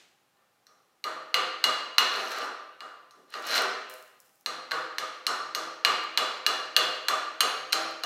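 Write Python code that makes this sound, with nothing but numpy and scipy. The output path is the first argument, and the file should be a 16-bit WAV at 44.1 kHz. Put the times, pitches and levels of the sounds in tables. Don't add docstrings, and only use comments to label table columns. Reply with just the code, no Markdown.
import sys
import numpy as np
from scipy import signal
from scipy.io import wavfile
from scipy.ndimage import uniform_filter1d

SR = 44100
rng = np.random.default_rng(int(sys.argv[2]) if len(sys.argv) > 2 else 0)


def unload_wav(signal):
    wavfile.write(
        sys.argv[1],
        SR,
        np.round(np.clip(np.atleast_2d(signal).T, -1, 1) * 32767).astype(np.int16),
    )


def undo_db(level):
    steps = np.asarray(level, float) / 20
    return 10 ** steps


N = 355005


def evened(x):
    return x / np.sqrt(np.mean(x ** 2) + 1e-20)


def read(points, hz):
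    f, value = np.transpose(points)
    return np.interp(np.log(hz + 1), np.log(f + 1), value)


def colour(x, points):
    half = read(points, np.fft.rfftfreq(4096, 1 / SR)) * np.log(10) / 20
    full = np.concatenate([half, half[-2:0:-1]])
    taps = np.fft.ifft(np.exp(full - 1j * signal.hilbert(full).imag)).real[:2048]
    return signal.oaconvolve(x, taps / np.linalg.norm(taps))[:len(x)]


def train(times, sizes):
    out = np.zeros(N)
    np.add.at(out, (np.asarray(times) * SR).astype(int), sizes)
    return out


def ring(pitches, modes, times, blows_db, rubbing, spread_db):
    luck = rng.standard_normal((len(times), len(modes)))
    out = np.zeros(N)
    for hz, (db, t60), spot in zip(pitches, modes, luck.T):
        radius = 1000 ** (-1 / (t60 * SR))
        turn = 2 * np.pi * hz / SR
        push = train(times, undo_db(blows_db + spread_db * spot)) + rubbing
        resonance = [1, -2 * radius * np.cos(turn), radius * radius]
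        out += undo_db(db) * signal.lfilter([.5, 0, -.5], resonance, push)
    return out


def crack(times, db, rubbing, points, fast_s, slow_db, slow_s):
    t = np.arange(4000) / SR
    shape = undo_db(-60 * t / fast_s) + undo_db(slow_db - 60 * t / slow_s)
    push = train(times, undo_db(db))
    burst = signal.oaconvolve(push, shape)[:N] * rng.standard_normal(N)
    all_round = push * np.linalg.norm(shape)
    return np.array([colour(burst + rubbing, points), colour(all_round + rubbing, points)])


# (frequency [Hz], density [dB per Hz])
AIR = [(12, -44), (20, -17.5), (48, -31.5), (124, -15), (440, -14.5), (535, -13.5), (670, -14.5), (816, -7),
       (888, -18.5), (1050, -13.5), (1600, -17.5), (8890, -28.5), (15200, -30), (16500, -39)]
FADE = [(59, -52), (100, -30), (285, -6), (983, -13), (1170, -9), (2570, -5), (7020, -13), (15100, -36),
        (16500, -45)]


def air():
    hush = undo_db(-70.5) * colour(rng.standard_normal(N), AIR)
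    fade = undo_db(-59 + 1.5 - 60 * np.arange(N) / SR / 0.64)
    return hush + fade * colour(rng.standard_normal(N), FADE)


# (level
# [dB], t60 [s])
CLINK_HZ = [1020, 1790]
CLINK_RING = [(-1.6, 0.57), (0.65, .8)]
NICK_HZ = [4330, 4470, 4630, 4430]
NICK_RING = [(-5, .25), (3, .2), (-1, .25), (-2, .2)]
# (level [dB], t60 [s])
LEAN_S = [2.807, 3.341]
LEAN_DB = [-49, -39.5]
LEAN_HZ = [1160, 1220, 1405]
LEAN_RING = [(-1, 0.83), (-2.5, 0.51), (-5, .6)]


def touchdown():
    clink = ring(CLINK_HZ, CLINK_RING, [.371], -75, 0, .1)
    nick = ring(NICK_HZ, NICK_RING, [.668], -70, 0, .1)
    return clink + nick + ring(LEAN_HZ, LEAN_RING, LEAN_S, np.array(LEAN_DB), 0, 1.3)


# (time [s], force [dB], weight [dB], flange share [dB], bite [dB])
TOUCHES = [
    (0.3707, -64, 2.5, -1, -25),
    (0.6679, -51, 0, -24, 7),
    (2.806, -30, 0.5, -0.5, -27),
    (3.1092, -49.5, 2.5, -8.5, 6),
    (3.3398, -24.5, 0.5, -6, -37),
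    (4.7109, -24, 3, -4, -29),
    (4.7172, -15, -0.5, -21, -30),
    (7.4132, -21.5, -3, 14, -24),
    (7.7243, -23.5, -26, 8, 8.5),
]
# (time [s], force [dB], weight [dB], flange share [dB], bite [dB])
BLOWS = [(1.041, -19.5, 1, -6.5, -13), (1.3427, -4.5, -2, -2.5, -20), (1.6407, -6.5, 1.5, 1, -7.5),
         (1.9826, -1.5, -1.5, -2.5, -12.5), (4.4611, -16.5, -1.5, -8, -7), (4.9836, -15, -4, -13, -6),
         (5.2674, -14.5, 1.5, -5, -2), (5.5491, -15.5, 0.5, -6.5, -1), (5.849, -3.5, 0.5, -3, -15),
         (6.1748, -7.5, 0.5, -4, -8), (6.4646, -9, 0, -0.5, -6.5), (6.765, -4, -0.5, -1.5, -10.5),
         (7.0843, -8.5, 0, -11, -7), (7.4064, -6, -0.5, -11, -6.5), (7.7297, -8.5, 0, -4.5, -15.5),
         (8.0362, -19.5, 6, 2, -2.5)]


def shares():
    s, force, weight, flange, bite = np.transpose(sorted(BLOWS + TOUCHES))
    hard = np.maximum(force + 21.5, 0)
    keen = bite + 10
    parts = {
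        "crack": 0,
        "thud": 4.5 - 0.52 * hard + weight,
        "plate": 2 - 0.58 * hard + weight,
        "flange": flange,
        "edge": 0.5 + 0.18 * keen,
        "web": -1.5 + 0.14 * keen,
        "snap": bite,
        "tip": bite + 0.5,
        "head": -15 + .55 * keen,
        "shank": -14.5 + 0.35 * keen,
    }
    return s, {part: force + db for part, db in parts.items()}


def slips(per_s, spread_db):
    size = undo_db(spread_db * np.minimum(rng.exponential(1, N), 5)) * rng.choice([-1., 1.], N)
    return evened(size * (rng.random(N) < per_s / SR))


def stroke(rows, rub_db, follow):
    s, pressure_db, bite_db = np.transpose(rows)
    level_db = pressure_db + rub_db + follow * bite_db
    gain = undo_db(np.interp(np.arange(N) / SR, s, level_db, -200, -200))
    return uniform_filter1d(gain, size=400)


# (time [s], pressure [dB], bite [dB])
DRAGS = [
    [(2.1, -46, 10), (2.136, -28, 1), (2.3, -45, 12), (2.32, -26, 4), (2.332, -33, 2), (2.422, -28.5, -2),
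     (2.444, -60, 27), (2.5, -38, -20)],
    [(3.28, -68, 9), (3.346, -34.5, 2.5), (3.408, -50, 6), (3.464, -29, -1), (3.482, -30, 7.5),
     (3.584, -19, 7.5), (3.596, -38, -4), (3.66, -39, 6)],
]
RUB_DB = [-0.9, -12, -9.5, -15.5]
RUB_BITE = [.01, .45, .9, 1.1]
# (rate [per s], spread [dB])
SLIPS = [(2500, 3.6), (2000, 3.8), (1600, 4), (1500, 4.2)]


def drags():
    rubs = []
    for db, follow, grain in zip(RUB_DB, RUB_BITE, SLIPS):
        gain = sum(stroke(rows, db, follow) for rows in DRAGS)
        rubs.append(gain * slips(*grain))
    return rubs


# (level [dB], t60 [s])
PLATE_HZ = [517, 637, 716, 782, 1030, 1125, 1163, 1187, 1230, 1271, 1318, 1355, 1401, 1468, 1707, 1803]
PLATE = [(-15.5, 0.32), (-10, 0.34), (-12.5, 0.29), (-8, 0.12), (-25, 0.87), (-43.5, 0.08), (-5.5, 0.22),
         (1.5, 0.17), (4.5, 0.15), (-21.5, 0.25), (4, 0.043), (-20.5, 0.2), (-14.5, 0.48), (-12.5, 0.24),
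         (-22.5, 0.076), (-15.5, 0.27)]
BENCH_HZ = [152, 200, 255, 330]
BENCH = [(-7.5, 0.53), (-15.5, 0.17), (2.5, 0.042), (-11, 0.65)]


def plate_and_bench(s, hit, low, lower):
    belly_db = hit["plate"] - 29.0 + 6 * lower
    out = ring(PLATE_HZ[:1] + PLATE_HZ[4:], PLATE[:1] + PLATE[4:], s, hit["plate"] - 24, undo_db(-46.5) * low, 3.2)
    out += ring(PLATE_HZ[1:4], PLATE[1:4], s, belly_db, undo_db(-47) * low, 3.2)
    return out + ring(BENCH_HZ, BENCH, s, hit["thud"] - 39.5, undo_db(-66.0) * low, 3.2)


# (level [dB], t60 [s])
FLANGE_HZ = [2847, 2867]
FLANGE = [(-12, 0.27), (-4.5, 0.24)]
EDGE_HZ = [3131, 3451]
EDGE = [(-5, 0.049), (-4, 0.39)]
WEB_HZ = [4055, 4125, 4200, 4340, 4480, 4820]
WEB = [(-4, 0.019), (-5.5, 0.039), (-6.5, 0.027), (-23.5, 0.057), (-11.5, 0.05), (-32.5, 0.18)]
# (level [dB], t60 [s])
TIP_HZ = [5561, 6490, 7500, 7872, 8823]
TIP = [(-10.5, .04), (-0.5, 0.074), (-5, 0.015), (-11, 0.029), (-6.5, .04)]
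HEAD_HZ = [9700, 10700, 11570, 12200, 12950, 13900, 14300]
HEAD = [(-7, 0.04), (-22.5, .04), (-3.5, 0.047), (-8.5, 0.035), (-14, 0.052), (-6, 0.08), (-13.5, .05)]
SHANK_HZ = [6417, 7412, 8980, 10620, 10810, 11000, 12040, 12390]
SHANK = [(-1, 0.18), (-7, 0.28), (1.5, 0.052), (4, 0.039), (-7, 0.031), (-7.5, 0.033), (-4.5, 0.068),
         (-17.5, 0.056)]
# (time [s], skew [dB])
SKEWED = [
    (5.267, 6),
    (5.849, 1),
    (6.765, -1.5),
    (7.406, 12.5),
    (7.73, 11),
]


def small_parts(s, hit, mid, upper, high, lower):
    skew = sum(db * (abs(s - at) < .004) for at, db in SKEWED)
    lip_db = hit["edge"] - 25 + 1.43 * skew
    rim_db = hit["edge"] - 25 + 3.5 * lower - 0.35 * skew
    out = ring(FLANGE_HZ, FLANGE, s, hit["flange"] - 10.0, undo_db(-32) * mid, .8)
    out += ring(EDGE_HZ[:1], EDGE[:1], s, lip_db, undo_db(-50) * mid, .8)
    out += ring(EDGE_HZ[1:], EDGE[1:], s, rim_db, undo_db(-37.0) * mid, .8)
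    out += ring(SHANK_HZ, SHANK, s, hit["shank"] - 21 + 0.93 * skew, undo_db(-47) * high, 0.98)
    out += ring(WEB_HZ, WEB, s, hit["web"] - 6.0, undo_db(-26) * upper, 3.4)
    out += ring(TIP_HZ, TIP, s, hit["tip"] - 21.0, undo_db(-49) * high, 4.5)
    return out + ring(HEAD_HZ, HEAD, s, hit["head"] - 13, undo_db(-39) * high, 4.5)


# (frequency [Hz], density [dB per Hz])
BODY = [(120, -56), (220, -8), (450, -8.5), (700, -8.5), (1250, 0), (1900, -5.5), (3000, -32)]
GLOVE = [(100, -20), (200, -5.5), (450, -12.5), (800, -18), (1500, -33.5)]
# (time [s], level [dB])
BUMP = [
    (3.159, -57),
]


def dull_thuds(s, hit, low):
    body = crack(s, hit["thud"] - 16, undo_db(-16.0) * low, BODY, 0.013, -26, 0.015)
    return body + crack(*np.transpose(BUMP), 0, GLOVE, 0.033, -17.5, 0.081)


# (frequency [Hz], density [dB per Hz])
CRACK = [(150, -63.5), (250, -39), (1500, 1.5), (2400, -3.5), (2870, -2.5), (3300, -6.5), (4300, -6),
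         (4900, -14), (6500, -20), (8000, -22), (11000, -42), (16000, -49)]
SNAP = [(3500, -29), (5500, 11), (7000, -4.5), (9000, -9.5), (11500, -10.5), (14000, -10), (16000, -32.5)]


def sharp_cracks(s, hit, mid, high):
    impact = crack(s, hit["crack"] - 8.5, undo_db(1.0) * mid, CRACK, 0.015, -13.5, 0.045)
    return impact + crack(s, hit["snap"] - 14, undo_db(-8.5) * high, SNAP, 0.016, -7.5, 0.083)


def steel():
    s, hit = shares()
    low, mid, upper, high = drags()
    lower = s > 6.0
    plate = plate_and_bench(s, hit, low, lower)
    rings = small_parts(s, hit, mid, upper, high, lower)
    return plate, rings, dull_thuds(s, hit, low), sharp_cracks(s, hit, mid, high)


# (frequency [Hz], level [dB])
WALLS = [(150, 0.44), (400, 0.99), (1040, 0.83), (2760, 1), (7280, 0.62), (14000, 0.44)]
WALL_COLOUR = [(150, 1.5), (500, 10.5), (1200, 4.5), (3000, 1), (8000, 4), (15000, -4.5)]


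def echoes(build_s):
    taps = np.zeros(SR)
    at = np.arange(160, SR - 16, 16)
    taps[at + rng.integers(0, 16, len(at))] = rng.choice([-1., 1.], len(at))
    hz, t, z = signal.stft(taps, SR, nperseg=256)
    z = z * undo_db(read(WALL_COLOUR, hz)[:, None] - 60 * t / read(WALLS, hz)[:, None])
    build = 1 - np.exp(-np.arange(SR) / SR / build_s)
    tail = signal.istft(z, SR, nperseg=256)[1][:SR] * build
    return tail / np.linalg.norm(tail)


def walls(rings, cracks):
    out = signal.fftconvolve(rings, echoes(0.003))[:N]
    for k in range(3):
        share = np.sqrt(2 / 3) * np.cos(2 * np.pi * (.9 * np.arange(N) / SR + k / 3))
        out += signal.fftconvolve(cracks * share, echoes(0.018))[:N]
    return out


# (start [s], length [s], level [dB], fade [dB per s])
DUST = [
    (3.896, 0.33, -43, 81),
    (4.204, .08, -52, 215),
    (4.246, .19, -60.5, 4),
]


def trickle():
    t = np.arange(N) / SR
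    gain = sum(undo_db(db - fade * (t - s)) * (t > s) * (t < s + length) for s, length, db, fade in DUST)
    return uniform_filter1d(gain, size=400)


# (time [s], level [dB])
CHIPS = [(2.14, -29), (2.172, -35), (2.2179, -43), (2.3082, -28), (2.3176, -27), (2.3854, -23),
         (3.3039, -37), (3.4236, -28), (3.4522, -44), (3.4689, -20), (3.567, -28), (3.6207, -15.5),
         (3.8985, -22.5), (3.939, -24), (3.9574, -48.5), (4.0258, -27.5), (4.0494, -47), (4.078, -38),
         (4.193, -48.5), (4.2022, -30), (4.293, -40), (4.357, -41), (4.4104, -39.5), (6.0384, -30),
         (7.9094, -35)]
# (frequency [Hz], density [dB per Hz])
GRIT = [(2500, -49.5), (5000, -0.5), (8000, -2.5), (12000, -0.5), (16500, -2.5)]


def slag():
    s, db = np.transpose(CHIPS)
    tick = undo_db(-60 * np.arange(600) / SR / .004)
    ticks = signal.oaconvolve(train(s, undo_db(db - 10.0)), tick)[:N] * rng.standard_normal(N)
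    grains = undo_db(-10.0) * trickle() * slips(7600, 1.7)
    return colour(ticks + grains, GRIT)


def scene():
    plate, rings, thuds, cracks = steel()
    chips = slag()
    wall_rings = plate + undo_db(-6.5) * rings + undo_db(-5) * cracks[0]
    wall_cracks = undo_db(3.0) * plate + undo_db(4) * thuds[1] + undo_db(-6.5) * cracks[1] + undo_db(-10) * chips
    direct = undo_db(-27.5) * plate + undo_db(-10.0) * thuds[0] + rings + undo_db(-1.0) * cracks[0] + chips
    work = direct + walls(wall_rings, wall_cracks)
    small = signal.butter(3, 170, "high", fs=SR, output="sos")
    return (signal.sosfilt(small, work) + air() + touchdown())[None]


def low_pass(x):
    return signal.sosfilt(signal.butter(12, 16800, fs=SR, output="sos"), x)


def record(dry):
    headroom = 1.4
    rounded = headroom * np.tanh(dry / headroom)
    thin = signal.sosfilt(signal.butter(1, 60, "high", fs=SR, output="sos"), rounded)
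    thin = signal.sosfilt(signal.cheby2(8, 40, 16900, fs=SR, output="sos"), thin)
    return low_pass(thin)


dry = scene()
out = record(dry)
unload_wav(out)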